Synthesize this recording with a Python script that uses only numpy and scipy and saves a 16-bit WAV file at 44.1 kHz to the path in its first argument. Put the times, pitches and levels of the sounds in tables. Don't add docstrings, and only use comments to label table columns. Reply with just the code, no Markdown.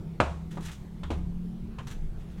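import sys
import numpy as np
from scipy import signal
from scipy.fft import rfft, irfft
from scipy.io import wavfile
from scipy.ndimage import uniform_filter1d

SR = 44100
rng = np.random.default_rng(int(sys.argv[2]) if len(sys.argv) > 2 else 0)


def transcribe(signal):
    frames = np.atleast_2d(signal).T
    limited = np.clip(frames, -1, 1)
    pcm = np.round(limited * 32767).astype(np.int16)
    wavfile.write(sys.argv[1], SR, pcm)


def ratio(d):
    e = np.asarray(d, float) / 20
    return 10 ** e


N = 105840


def unit_rms(x):
    return x / np.sqrt(np.mean(x ** 2) + 1e-20)


def read(points, hz):
    f, value = np.transpose(points)
    return np.interp(np.log(hz + 1), np.log(f + 1), value)


def causal(db):
    cepstrum = irfft(np.maximum(db, -100) * np.log(10) / 20)
    cepstrum[1:2048] *= 2
    cepstrum[2049:] = 0
    return irfft(np.exp(rfft(cepstrum)))


def resonate(x, hz, width):
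    turn = np.exp(2j * np.pi * np.cumsum(hz * np.ones(len(x))) / SR)
    pole = np.exp(-np.pi * width / SR)
    smooth = signal.lfilter([1 - pole], [1, -pole], x / turn)
    return 2 * (turn * smooth).real


def rings(modes, t):
    total = 0
    for hz, db, t60 in modes:
        total = total + ratio(db - 60 * t / max(t60, .01)) * np.sin(2 * np.pi * hz * t)
    return total


# f/Hz, relative level/dB per Hz
AIR_SPECTRUM = [(12, -35), (25, 9.5), (36, 3), (52, 6), (75, -3.5), (107, -3.5), (167, 3), (192, -10),
                (250, -13.5), (365, -13), (554, -26), (713, -26.5), (1740, -37), (3400, -40.5), (5030, -46),
                (14500, -53), (15800, -54)]


def air():
    level_db, patchy_db = -40.5, 2
    frames, hz = N // 512 + 5, np.fft.rfftfreq(2048, 1 / SR)
    real, imaginary, patches = rng.standard_normal((frames, 1025, 3)).T
    patches = uniform_filter1d(patches, 20, 0)
    patches = unit_rms(uniform_filter1d(patches, 8, 1))
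    spectra = (real + 1j * imaginary) * ratio(read(AIR_SPECTRUM, hz)[:, None] + patchy_db * patches)
    noise = signal.istft(spectra, nperseg=2048, noverlap=1536)[1][:N]
    return ratio(level_db) * unit_rms(noise)


# t/s, level/dB
RUMBLE_LEVEL = [(0, -71), (.22, -49), (.6, -49.5), (.95, -54.5), (1.14, -36.5), (1.5, -42.5), (1.8, -50.5),
                (2.08, -31.5), (2.4, -57.5)]


def rumble():
    centre_hz, width_hz = 21, 12
    deep = resonate(rng.standard_normal(N), centre_hz, width_hz)
    deep = resonate(deep, centre_hz, width_hz)
    s, db = np.transpose(RUMBLE_LEVEL)
    return ratio(np.interp(np.arange(N) / SR, s, db)) * unit_rms(deep)


# t/s, f/Hz, lower level/dB, upper level/dB
HUM_COURSE = [(0, 163.6, -42, -45.5), (.3, 162.5, -42, -48.5), (.55, 166.9, -35, -43.5),
              (.75, 165.6, -53, -53.5), (0.951, 169, -39.5, -45.5), (1.2, 173.6, -38, -53.5),
              (1.452, 176.8, -37, -39.5), (1.702, 182.5, -42, -43.5), (1.849, 187.6, -50, -51.5),
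              (2.15, 175.6, -65.5, -55), (2.4, 177, -35.5, -50.5)]


def hum():
    upper_ratio, width_hz, fuzz_share = 1.22, 3.47, 0.21
    s, *columns = np.transpose(HUM_COURSE)
    hz, db, upper_db = (np.interp(np.arange(N) / SR, s, c) for c in columns)
    out = 0
    for f, level_db in ((hz, db), (upper_ratio * hz, upper_db)):
        tone = np.sqrt(2) * np.sin(2 * np.pi * (np.cumsum(f) / SR + rng.random()))
        fuzz = unit_rms(resonate(rng.standard_normal(N), f, width_hz))
        out = out + ratio(level_db) * ((1 - fuzz_share) * tone + fuzz_share * fuzz)
    return out


# t/s, peak level/dB, f/Hz
TINKLE_EVENTS = [(1.139, -55.5, 9420), (1.1514, -65, 9770), (1.1712, -64, 10000), (1.1857, -61, 9696)]


def tinkles():
    t60 = 0.016
    out, t = np.zeros(N), np.arange(2000) / SR
    for s, db, hz in TINKLE_EVENTS:
        out[round(s * SR):][:2000] += rings([(hz, db, t60)], t)
    return out


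# f/Hz, t60/s
ROOM_DECAY = [(100, 0.47), (420, 0.43), (1100, 0.43), (2900, 0.36), (7700, 0.61), (15000, 0.62)]


def room():
    start_s, early_db, early_t60 = .002, 9, .08
    hz, t, z = signal.stft(rng.standard_normal(SR // 2), SR, nperseg=128)
    decay = ratio(-60 * t / read(ROOM_DECAY, hz)[:, None])
    tail = signal.istft(z * decay, SR, nperseg=128)[1]
    t = np.arange(len(tail)) / SR
    tail *= np.clip(t / start_s - 1, 0, 1)
    tail *= 1 + ratio(early_db - 60 * t / early_t60)
    return tail / np.linalg.norm(tail)


# start t/s, level/dB, rise/s, t60/s, initial treble level/dB
SCRAPES = [(0.505, -52.5, 0.011, 0.27, 3.5), (0.552, -75.5, 0.0014, 0.29, 18),
           (0.606, -60, 0.002, 0.18, 9.5), (0.622, -55, 0.0084, 0.3, 8.5), (0.646, -51, 0.015, 0.17, 10.5),
           (0.683, -46, 0.0037, 0.14, -6), (.71, -66.5, 0.0073, 0.39, 20), (1.105, -44.5, 0.009, 0.19, -4),
           (1.8697, -45.5, 0.0018, 0.086, 3.5), (1.881, -58, 0.0024, 0.11, 9),
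           (1.9, -51.5, 0.0033, 0.047, 5), (1.9108, -49, 0.0014, 0.18, 5.5), (2.15, -65, 0.058, 0.66, 2),
           (2.27, -66.5, 0.057, 0.77, 3), (2.37, -63, 0.012, 0.27, 0)]
# f/Hz, relative level/dB per Hz
GRIT_SPECTRUM = [(350, -27), (700, -5), (1290, 0), (1700, 0.5), (2300, -4.5), (3500, -3.5), (4700, -13),
                 (6300, -11.5), (9000, -17.5), (15500, -28.5)]


def scuffs():
    grains_per_s, spread_db = 9000, 2
    treble_hz, treble_fade = 7100, 114
    room_db = -6.5
    t, hz = np.arange(N) / SR, np.fft.rfftfreq(4096, 1 / SR)
    grains = rng.standard_normal(N) * ratio(spread_db * np.minimum(rng.exponential(1, N), 4))
    grains *= rng.random(N) < grains_per_s / SR
    grit = unit_rms(signal.fftconvolve(grains, causal(read(GRIT_SPECTRUM, hz)))[:N])
    dull = signal.sosfilt(signal.butter(2, treble_hz, fs=SR, output="sos"), grit)
    treble = grit - dull
    dry = np.zeros(N)
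    for s, db, rise, t60, treble_db in SCRAPES:
        fading_s = np.maximum(t - s - rise, 0)
        shape = np.clip((t - s) / rise, 0, 1) * ratio(db - 60 * fading_s / t60)
        dry += shape * (dull + ratio(treble_db - treble_fade * fading_s) * treble)
    return dry + ratio(room_db) * signal.fftconvolve(dry, room())[:N]


# f/Hz, level/dB, t60/s
JOIST_MODES = [(73.25, 7, 0.86), (84.4, -10, 0.44), (128, -1, 0.15), (167, -23, 0.11)]


def joist_boom(t):
    rise_s = 0.023
    return rings(JOIST_MODES, t) * (1 - np.exp(-t / rise_s))


# f/Hz, relative level/dB, t60/s before shortening
BOARD_MODES = [(405, 15.5, 0.43), (533, 1, 0.052), (583, 60, 0.05), (688, 41.5, 0.089), (938, -44, 0.6),
               (890, -3, 0.45), (963, -27.5, 0.34), (1244, -29, 0.23), (1455, -14, 0.36),
               (1580, -93, 0.069)]


def board_ring(t):
    decay_share = .45
    ring = rings([(hz, db, decay_share * t60) for hz, db, t60 in BOARD_MODES], t)
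    return ring / abs(ring).max()


# delay t/s, gain
FIRST_ECHOES = [(.0022, .8), (.0045, -.7), (.0106, .55), (.0124, 1.1), (.0168, -.55), (.025, .45),
                (.0297, .45)]


def first_echoes(db):
    bounce_s, bounce_gain, threshold_db = .00072, 2.7, -16
    echoes = np.zeros(2000)
    echoes[0] = 1
    for delay, gain in FIRST_ECHOES:
        echoes[round(delay * SR)] = gain
    echoes[round(bounce_s * SR)] = bounce_gain * (db > threshold_db)
    return echoes


# f/Hz, relative level/dB per Hz
BODY_SPECTRUM = [(60, -21.5), (100, -5), (313, -4.5), (576, -8), (1000, -3), (1490, -6), (2200, -11.5),
                 (3500, -8.5), (5000, -48), (15500, -89)]


def thump(contact, knock_hz, knock_db, t, hz):
    width = 0.54
    push = np.sin(np.pi * np.clip(t[:100] / contact, 0, 1)) ** 2
    knock = knock_db * np.exp(-(np.log2((hz + 1) / knock_hz) / width) ** 2)
    body = np.convolve(push, causal(read(BODY_SPECTRUM, hz) + knock))
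    return body / abs(body).max()


# f/Hz, relative level/dB per Hz
CRACK_SPECTRUM = [(500, -26), (1500, -11.5), (3600, -7.5), (4750, -17), (6660, -18), (9000, -23.5),
                  (15500, -57)]


def crack(crack_db, crack_hz, t, hz):
    peak_db, width = 9, .3
    rise_s, t60 = 0.0024, 0.027
    peak = peak_db * np.exp(-(np.log2((hz + 1) / crack_hz) / width) ** 2)
    response = causal(read(CRACK_SPECTRUM, hz) + peak)
    noise = unit_rms(signal.fftconvolve(rng.standard_normal(10000), response)[4000:10000])
    envelope = ratio(crack_db - 60 * t / t60) * np.minimum(t / rise_s, 1)
    return envelope * noise, unit_rms(response)


# t/s, level/dB, contact/s, knock f/Hz, knock level/dB, crack level/dB, crack f/Hz, boom level/dB
BLOW_EVENTS = [(0.2014, -11.5, 0.00062, 607, 6.5, -11, 2440, -20.5),
               (0.5713, -31.5, 0.00088, 346, 5, -12, 1874, -15.5),
               (1.0334, -35.5, 0.00052, 1230, 6, -2.5, 3200, -2),
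               (1.1034, -24, .0011, 341.8, 5.5, -12, 2420, -11.5),
               (1.785, -37, 0.00044, 953, 11.5, -2.5, 2520, -20),
               (1.7963, -39.5, 0.0005, 986, -7.5, -17, 2600, -11)]


def blows():
    boards_db, thump_room_db, crack_room_db = -5.5, 7, -18
    out, hz, t = np.zeros(N + SR), np.fft.rfftfreq(4096, 1 / SR), np.arange(SR) / SR
    short_t = t[:6000]
    ring, boom = board_ring(short_t), joist_boom(t)
    for s, db, contact, knock_hz, knock_db, crack_db, crack_hz, boom_db in BLOW_EVENTS:
        body = thump(contact, knock_hz, knock_db, t, hz)
        edge, edge_response = crack(crack_db, crack_hz, short_t, hz)
        direct = signal.fftconvolve(body, first_echoes(db))[:6000]
        direct += ratio(boards_db) * ring + edge
        feed = ratio(thump_room_db) * body[:4096] + ratio(crack_db + crack_room_db) * edge_response
        sound = signal.fftconvolve(feed, room())
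        sound[:len(direct)] += direct
        at = round(s * SR)
        out[at:at + len(sound)] += ratio(db) * sound
        out[at:at + SR] += ratio(db + boom_db) * boom
    return out[:N]


def scene():
    return (air() + rumble() + hum() + tinkles() + scuffs() + blows())[None]


def roll_off(x):
    return signal.sosfilt(signal.butter(12, 16160, fs=SR, output="sos"), x)


def record(dry):
    return roll_off(dry)


dry = scene()
out = record(dry)
transcribe(out)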